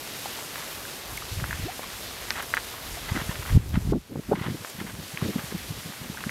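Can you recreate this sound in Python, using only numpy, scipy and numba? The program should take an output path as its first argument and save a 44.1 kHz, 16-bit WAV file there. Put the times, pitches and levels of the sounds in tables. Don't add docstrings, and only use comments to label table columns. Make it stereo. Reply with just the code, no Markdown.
import sys
import numpy as np
from scipy import signal
from scipy.fft import rfft, irfft
from scipy.io import wavfile
from scipy.ndimage import uniform_filter1d, minimum_filter1d
from numba import njit

SR = 44100
rng = np.random.default_rng(int(sys.argv[2]) if len(sys.argv) > 2 else 0)


def log_audio(samples):
    frames = np.atleast_2d(samples).T
    limited = np.clip(frames, -1, 1)
    pcm = np.round(limited * 32767).astype(np.int16)
    wavfile.write(sys.argv[1], SR, pcm)


N = 277830
TIME_S = np.arange(N) / SR

# start_s, length_s, peak_db, centre_hz
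BUFFETS = [(1.149, 0.017, -35, 110), (1.311, 0.02, -23, 102), (1.382, 0.019, -18.5, 105),
           (1.418, .016, -15, 99), (1.492, .008, -22, 115), (1.535, .018, -22.5, 100),
           (1.595, 0.0089, -18, 115), (1.636, 0.011, -18, 100), (2.91, 0.038, -26, 88.5),
           (3.118, 0.005, -8.5, 174), (3.153, 0.023, -13.5, 233), (3.218, 0.0047, -17, 150),
           (3.292, 0.0045, -14, 159), (3.387, 0.012, -21, 100), (3.513, 0.027, -6.5, 116),
           (3.55, 0.0093, -3, 110), (3.562, 0.0068, -1, 101), (3.573, 0.0031, 4.5, 184),
           (3.74, 0.0064, -8.5, 150), (3.753, .016, -7.5, 131), (3.773, 0.005, 2.5, 170),
           (3.807, 0.004, -13.5, 150), (3.847, 0.0071, -12.5, 110), (3.873, 0.0052, -10, 199),
           (3.892, 0.019, -10, 149), (3.924, 0.0028, 9, 269), (3.93, 0.0074, -4, 654),
           (3.935, .034, 0.5, 235), (4.106, 0.031, -9.5, 273), (4.158, .003, -4.5, 486),
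           (4.171, 0.0066, -9, 268), (4.191, 0.0072, -8, 250), (4.291, 0.013, -9.5, 235),
           (4.313, .013, 2, 428), (4.324, 0.013, 1, 755), (4.338, 0.0095, -2.5, 230),
           (4.372, 0.02, -11, 238), (4.414, 0.0045, -6.5, 192), (4.465, 0.0066, -8.5, 210),
           (4.479, 0.012, -7, 298), (4.501, 0.018, -10.5, 200), (4.542, 0.017, -12, 240),
           (4.609, 0.015, -24, 148), (4.749, 0.013, -26, 148), (4.786, 0.0095, -20, 178),
           (4.81, 0.014, -12, 235), (4.842, 0.011, -19.5, 256), (4.936, 0.012, -19.5, 150),
           (4.986, 0.02, -22, 182), (5.137, 0.013, -19.5, 140), (5.226, .006, -8, 201),
           (5.248, .018, -10, 255), (5.281, 0.025, -13, 263), (5.36, 0.0044, -9, 241),
           (5.386, 0.0077, -15.5, 200), (5.441, .007, -16.5, 150), (5.523, 0.0051, -13, 240),
           (5.544, .017, -13.5, 205), (5.702, 0.023, -14, 151), (5.773, .021, -22.5, 140),
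           (5.853, 0.016, -17, 161), (5.89, .014, -22, 169), (6.015, 0.005, -16.5, 175),
           (6.04, 0.019, -25, 200), (6.099, 0.0039, -17.5, 210), (6.266, 0.0065, -7, 228)]
# start_s, length_s, rumble_db, swirl_db, swirl_centre_hz
GUSTS = [(1.11, 0.072, -41, -45, 110), (1.34, 0.32, -37, -38.5, 105), (1.81, 0.88, -48, -55.5, 110),
         (2.855, 0.35, -38.5, -49, 110), (3.104, 0.32, -37.5, -48, 110), (3.53, 0.06, -23.5, -25, 110),
         (3.657, 0.32, -27, -26.5, 100), (4.14, 0.05, -40, -30, 224), (4.29, 0.24, -31.5, -32.5, 240),
         (4.791, .24, -37.5, -38, 207), (5.216, 0.17, -40, -32, 260), (5.5, 0.27, -34.5, -53, 170),
         (6.027, 0.34, -40, -38, 201)]
# ratio_to_centre, gain_db
EDDY_SPECTRUM = [(.1, -20), (.3, -10), (.55, -2.5), (1, 0), (1.6, -9), (3, -26.5), (6, -43), (20, -49)]
# freq_hz, gain_db
MESH_RESPONSE = [(300, 4), (1500, 2), (2200, -14), (6000, -24)]
# freq_hz, gain_db
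RUMBLE_SPECTRUM = [(20, -19), (45, 2.5), (85, 2.5), (140, -7.5), (220, -11), (330, -11), (500, -23),
                   (900, -25), (2500, -44)]
# start_s, peak_db, ring_hz, t60_s, left_minus_right_db
CLICKS = [(0.2572, -23, 810, 0.017, 0), (0.3878, -26.5, 890, 0.0062, 0), (0.5578, -17, 1640, 0.0017, -15),
          (.852, -29, 1600, 0.014, 0), (1.1756, -24.5, 2210, 0.018, 1), (1.222, -28, 1250, .012, 0),
          (1.4, -23, 1700, 0.0017, 5), (1.441, -15.5, 1420, 0.0027, -1), (1.5088, -19, 1730, 0.0055, -1),
          (1.529, -16.5, 1680, 0.0026, 0), (1.7938, -19.5, 620, 0.0026, 0), (1.839, -28, 1080, 0.017, 2),
          (1.94, -31, 1360, .008, 1), (2.3056, -9, 2010, 0.0013, -22), (2.3058, -9.5, 4770, 0.00094, 6),
          (2.539, -6.5, 1700, 0.0029, -1.5), (2.5695, -10, 1740, 0.0015, 0),
          (2.5751, -11, 1700, 0.0032, -1), (2.74, -28, 1110, 0.0086, 0), (2.971, -31, 700, 0.045, 0),
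          (3.3563, -17.5, 2070, 0.00072, -1), (3.453, -26, 1330, .005, -8),
          (3.4615, -18.5, 1500, 0.0011, -14), (4.648, -17.5, 1340, 0.001, -4),
          (5.1739, -15.5, 2270, 0.0018, -2), (5.216, -24.5, 1150, 0.0061, 0), (6.146, -32.5, 890, 0.014, 0),
          (6.1727, -26, 1560, 0.015, 7), (6.239, -19.5, 1530, 0.0026, 0), (6.294, -18, 1980, 0.0024, 0)]
# start_s, length_s, level_db, left_minus_right_db
RUBS = [(0.576, 0.079, -39, -12), (1.828, 0.013, -34.5, -1), (2.284, 0.011, -34, -6),
        (2.352, 0.018, -34, -8), (2.376, 0.034, -29.5, -13), (2.413, 0.03, -38, -8),
        (3.056, 0.091, -38, -23), (3.086, 0.011, -41, -10), (3.151, 0.036, -30.5, -13),
        (3.19, 0.038, -32.5, -13), (3.29, 0.043, -35.5, -2), (3.419, 0.014, -33.5, -3),
        (3.47, 0.061, -36, -9), (3.739, 0.032, -28.5, -8), (4.353, 0.055, -34, -8),
        (4.417, 0.059, -30.5, -8), (4.481, 0.026, -37, -8), (4.792, 0.028, -33, -2),
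        (4.865, 0.044, -40, -1), (5.19, 0.015, -43, 1), (5.212, .042, -40, -4), (5.325, 0.019, -37.5, -1),
        (5.383, .02, -35, -1), (5.461, 0.014, -41, 0), (5.508, 0.012, -34, 4), (6.176, 0.049, -42, 0)]
# freq_hz, gain_db
CASE_RESPONSE = [(150, -5), (500, -1), (1050, 6.5), (1400, 5), (2020, 7.5), (2380, -1.5), (3300, -2),
                 (4400, -12), (7000, -27), (14000, -54)]
# start_s, peak_db
TICKS = [(1.173, -17.5), (2.425, -18.5), (2.547, -19), (3.691, -22.5), (4.699, -25)]
# time_s, pitch_hz, level_db
SQUEAK_TRACK = [(1.645, 229, -60), (1.656, 291, -31.5), (1.672, 385, -30.5), (1.679, 527, -49),
                (1.684, 690, -31.5), (1.699, 755, -30.5), (1.704, 900, -60)]
# freq_hz, gain_db
HISS_MID_SPECTRUM = [(18, -38), (30, -5), (59, -3.5), (148, 1.5), (177, -3.5), (208, -1), (455, -1),
                     (830, -3), (996, -3.5), (1110, -3), (1260, -3.5), (3780, -4.5), (8500, -10.5),
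                     (13300, -9.5), (15500, -21.5)]
# freq_hz, gain_db
HISS_SIDE_SPECTRUM = [(18, -46), (30, -38), (81, -23), (180, -2), (467, 0.5), (561, -2), (787, -5),
                      (1020, -4.5), (1230, -4.5), (1680, -10.5), (2360, -14), (3590, -7), (12900, -5),
                      (15500, -6)]
# time_s, level_db
HISS_LEVEL = [(0, -37), (1, -37.5), (2, -38.5), (3.4, -38), (4.05, -44.5), (4.3, -42), (4.6, -41),
              (4.95, -42.5), (5.25, -39), (5.7, -40), (6.3, -40.5)]


def buffets(width_ratio=0.44, ragged_db=2.5, size=8192):
    out, t = np.zeros((2, N)), (np.arange(size) - size / 2) / SR
    knots_s = np.linspace(t[0], t[-1], size // 256)
    for start_s, length_s, peak_db, centre_hz in BUFFETS:
        flutter = undb(ragged_db * np.interp(t, knots_s, rng.standard_normal(len(knots_s))))
        bell = np.exp(-.5 * (t / (width_ratio * length_s)) ** 2)
        push = rng.standard_normal((2, size)) * flutter * bell
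        push = colour(colour(push, EDDY_SPECTRUM, centre_hz), MESH_RESPONSE)
        push = across_ports(np.array([unit(row) for row in push]))
        add(out, start_s + length_s / 2 + t[0], push / abs(push).max() * undb(peak_db))
    return out


def wind_rumble(churn_db=0.5, churn_hz=32, lull_db=-61.5):
    rumble = colour(across_ports(rng.standard_normal((2, N)), stray_db=-5.5), RUMBLE_SPECTRUM)
    gusts = sum(gust_envelope(start_s, length_s) * undb(db) for start_s, length_s, db, _, _ in GUSTS)
    return unit(rumble * undb(churn_db * walk(churn_hz))) * (undb(lull_db) + gusts)


def swirl(eddies_per_s=65.0, flutter_db=4.5):
    air = colour(across_ports(rng.standard_normal((2, N))), MESH_RESPONSE)
    flutter = undb(flutter_db * np.minimum(walk(eddies_per_s), .5))
    out = np.zeros((2, N))
    for start_s, length_s, _, level_db, centre_hz in GUSTS:
        eddies = unit(colour(air, EDDY_SPECTRUM, centre_hz) * flutter)
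        out += eddies * gust_envelope(start_s, length_s) * undb(level_db)
    return out


def gust_envelope(start_s, length_s, attack_s=0.031, release_s=0.036):
    t = TIME_S - start_s
    return np.exp(np.minimum(t, 0) / attack_s - np.maximum(t - length_s, 0) / release_s)


def across_ports(pair, stray_db=-12.0, max_lag_rad=2.404, corner_hz=69):
    size = pair.shape[-1]
    lag_rad = max_lag_rad * (1 - np.exp(-np.fft.rfftfreq(size, 1 / SR) / corner_hz))
    turn = np.exp(.5j * np.array([-lag_rad, lag_rad]))
    return irfft(rfft(pair[0]) * turn + undb(stray_db) * rfft(pair[1]) * turn.conj(), size)


def case_clicks(contact_s=0.00076, body_db=-22.0, body_t60_s=0.093, size=2048):
    out, t = np.zeros((2, N)), np.arange(size) / SR
    for start_s, peak_db, ring_hz, t60_s, pan_db in CLICKS:
        onset = 1 - np.exp(-(t / contact_s) ** 2)
        envelope = onset * decay(t, t60_s)
        ring = np.sin(2 * np.pi * ring_hz * t) * envelope / envelope.max()
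        body = unit(colour(rng.standard_normal(size), CASE_RESPONSE)) * onset * decay(t, body_t60_s)
        add(out, start_s, (ring + undb(body_db) * body) * undb(peak_db) * pan(pan_db))
    return out


def finger_rubs(slips_per_s=4500.0, rough_db=3.0, rough_hz=260, edge_s=0.023):
    slips = rng.standard_normal((2, N)) * (rng.random(N) < slips_per_s / SR)
    scrape = colour(mid_side(slips, side_db=-4.5), CASE_RESPONSE)
    scrape = unit(scrape * undb(rough_db * walk(rough_hz)))
    strokes = sum(swell(start_s, length_s, edge_s) * undb(level_db) * pan(pan_db)
                  for start_s, length_s, level_db, pan_db in RUBS)
    return scrape * strokes


def dry_ticks(t60_s=0.015, corner_hz=5500.0, size=2048):
    out, t = np.zeros((2, N)), np.arange(size) / SR
    for start_s, peak_db in TICKS:
        treble = colour(rng.standard_normal((2, size)), [(corner_hz / 2, -18), (corner_hz, 0)])
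        tick = mid_side(treble * decay(t, t60_s), side_db=-1.5)
        add(out, start_s, tick / abs(tick).max() * undb(peak_db))
    return out


def finger_squeak():
    time_s, pitch_hz, level_db = np.transpose(SQUEAK_TRACK)
    cycles = np.cumsum(np.interp(TIME_S, time_s, pitch_hz)) / SR
    return np.sin(2 * np.pi * cycles) * np.interp(TIME_S, time_s, undb(level_db), left=0, right=0)


def grip(slips_per_s=32.0, level_db=-55.5, scatter_db=2.5):
    slips = (rng.random(N) < slips_per_s / SR) * undb(scatter_db * rng.standard_normal(N))
    return unit(colour(slips, CASE_RESPONSE)) * undb(level_db)


def leaves_and_creek(flutter_db=1.23, flutter_hz=21.874, grain=0.43):
    taps = rng.standard_normal((2, N)) * np.exp(grain * rng.standard_normal((2, N)))
    spectrum = rfft(taps)
    octave = np.log2(np.clip(np.fft.rfftfreq(N, 1 / SR), 125, 16000) / 125)
    common_db = 0.2 * walk(rate_hz=7.64)
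    hiss = np.zeros((2, N))
    for k in range(8):
        band = irfft(spectrum * np.maximum(1 - abs(octave - k), 0), N)
        hiss += band * undb(flutter_db * walk(flutter_hz) + common_db)
    mid = unit(colour(hiss[0], HISS_MID_SPECTRUM))
    side = unit(colour(hiss[1], HISS_SIDE_SPECTRUM))
    level_db = np.interp(TIME_S, *np.transpose(HISS_LEVEL))
    return mid_side([mid, side], side_db=-1.5) * pan(0.5) * undb(level_db)


def undb(db):
    return 10 ** (np.asarray(db) / 20)


def unit(x):
    return x / np.sqrt(np.mean(x ** 2))


def decay(t, t60_s):
    return np.exp(-np.log(1000) * t / t60_s)


def colour(x, outline, freq_scale=1):
    freq_hz, gain_db = np.transpose(outline)
    bins_hz = np.maximum(np.fft.rfftfreq(x.shape[-1], 1 / SR), 1)
    gain = undb(np.interp(np.log(bins_hz), np.log(freq_hz * freq_scale), gain_db))
    return irfft(rfft(x) * gain, x.shape[-1])


def walk(rate_hz):
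    hold = int(SR / rate_hz)
    steps = np.repeat(rng.standard_normal(N // hold + 1), hold)
    return unit(uniform_filter1d(uniform_filter1d(steps, hold), hold)[:N])


def pan(left_minus_right_db):
    return unit(undb(np.array([[.5], [-.5]]) * left_minus_right_db))


def mid_side(pair, side_db=0):
    side = undb(side_db) * pair[1]
    return np.array([pair[0] + side, pair[0] - side])


def add(out, start_s, sound):
    start = int(start_s * SR)
    part = sound[:, :max(N - start, 0)]
    out[:, start:start + part.shape[1]] += part


def swell(start_s, length_s, edge_s):
    rise = np.clip((TIME_S - start_s) / edge_s + .5, 0, 1)
    fall = np.clip((start_s + length_s - TIME_S) / edge_s + .5, 0, 1)
    return np.sin(np.pi / 2 * rise * fall) ** 2


@njit
def limiter_cut_db(over_db, recover_db_per_s):
    cut_db, held_db = np.empty(len(over_db)), 0.
    for i in range(len(over_db)):
        held_db = max(held_db - recover_db_per_s / SR, over_db[i], 0.)
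        cut_db[i] = held_db
    return cut_db


def wind_filter(x, gain_db, trip_db=-8.5, open_hz=20.0, mid_hz=88.0, side_hz=1620.0,
                mid_glide_s=0.45, side_hz_per_s=2000.0):
    latched_s = np.cumsum(np.maximum.accumulate(gain_db < trip_db)) / SR
    mid_corner_hz = open_hz * (mid_hz / open_hz) ** np.minimum(latched_s / mid_glide_s, 1)
    side_corner_hz = np.minimum(open_hz + side_hz_per_s * latched_s, side_hz)
    mid = zero_phase_high_pass((x[0] + x[1]) / 2, mid_corner_hz)
    side = zero_phase_high_pass((x[0] - x[1]) / 2, side_corner_hz)
    return mid_side([mid, side])


def zero_phase_high_pass(x, corner_hz):
    forward = high_pass(x, corner_hz)
    return high_pass(forward[::-1].copy(), corner_hz[::-1].copy())[::-1]


@njit
def high_pass(x, corner_hz):
    y, low = np.empty(len(x)), 0.
    for i in range(len(x)):
        g = np.tan(np.pi * corner_hz[i] / SR)
        step = (x[i] - low) * g / (1 + g)
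        y[i] = x[i] - low - step
        low += 2 * step
    return y


def scene():
    hiss = leaves_and_creek()
    wind = wind_rumble() + swirl() + buffets()
    handling = finger_rubs() + case_clicks() + dry_ticks() + grip() + finger_squeak()
    return wind + handling + hiss


def record(dry, ceiling_db=-1.0, recover_db_per_s=13.5, top_hz=15600):
    over_db = 20 * np.log10(abs(dry).max(axis=0) + 1e-9) - ceiling_db
    gain_db = -limiter_cut_db(over_db, recover_db_per_s)
    gain_db = uniform_filter1d(minimum_filter1d(gain_db, size=89), size=89)
    thinned = wind_filter(dry * undb(gain_db), gain_db)
    return signal.sosfilt(signal.ellip(8, .2, 70, top_hz, fs=SR, output="sos"), thinned)


dry = scene()
out = record(dry)
log_audio(out)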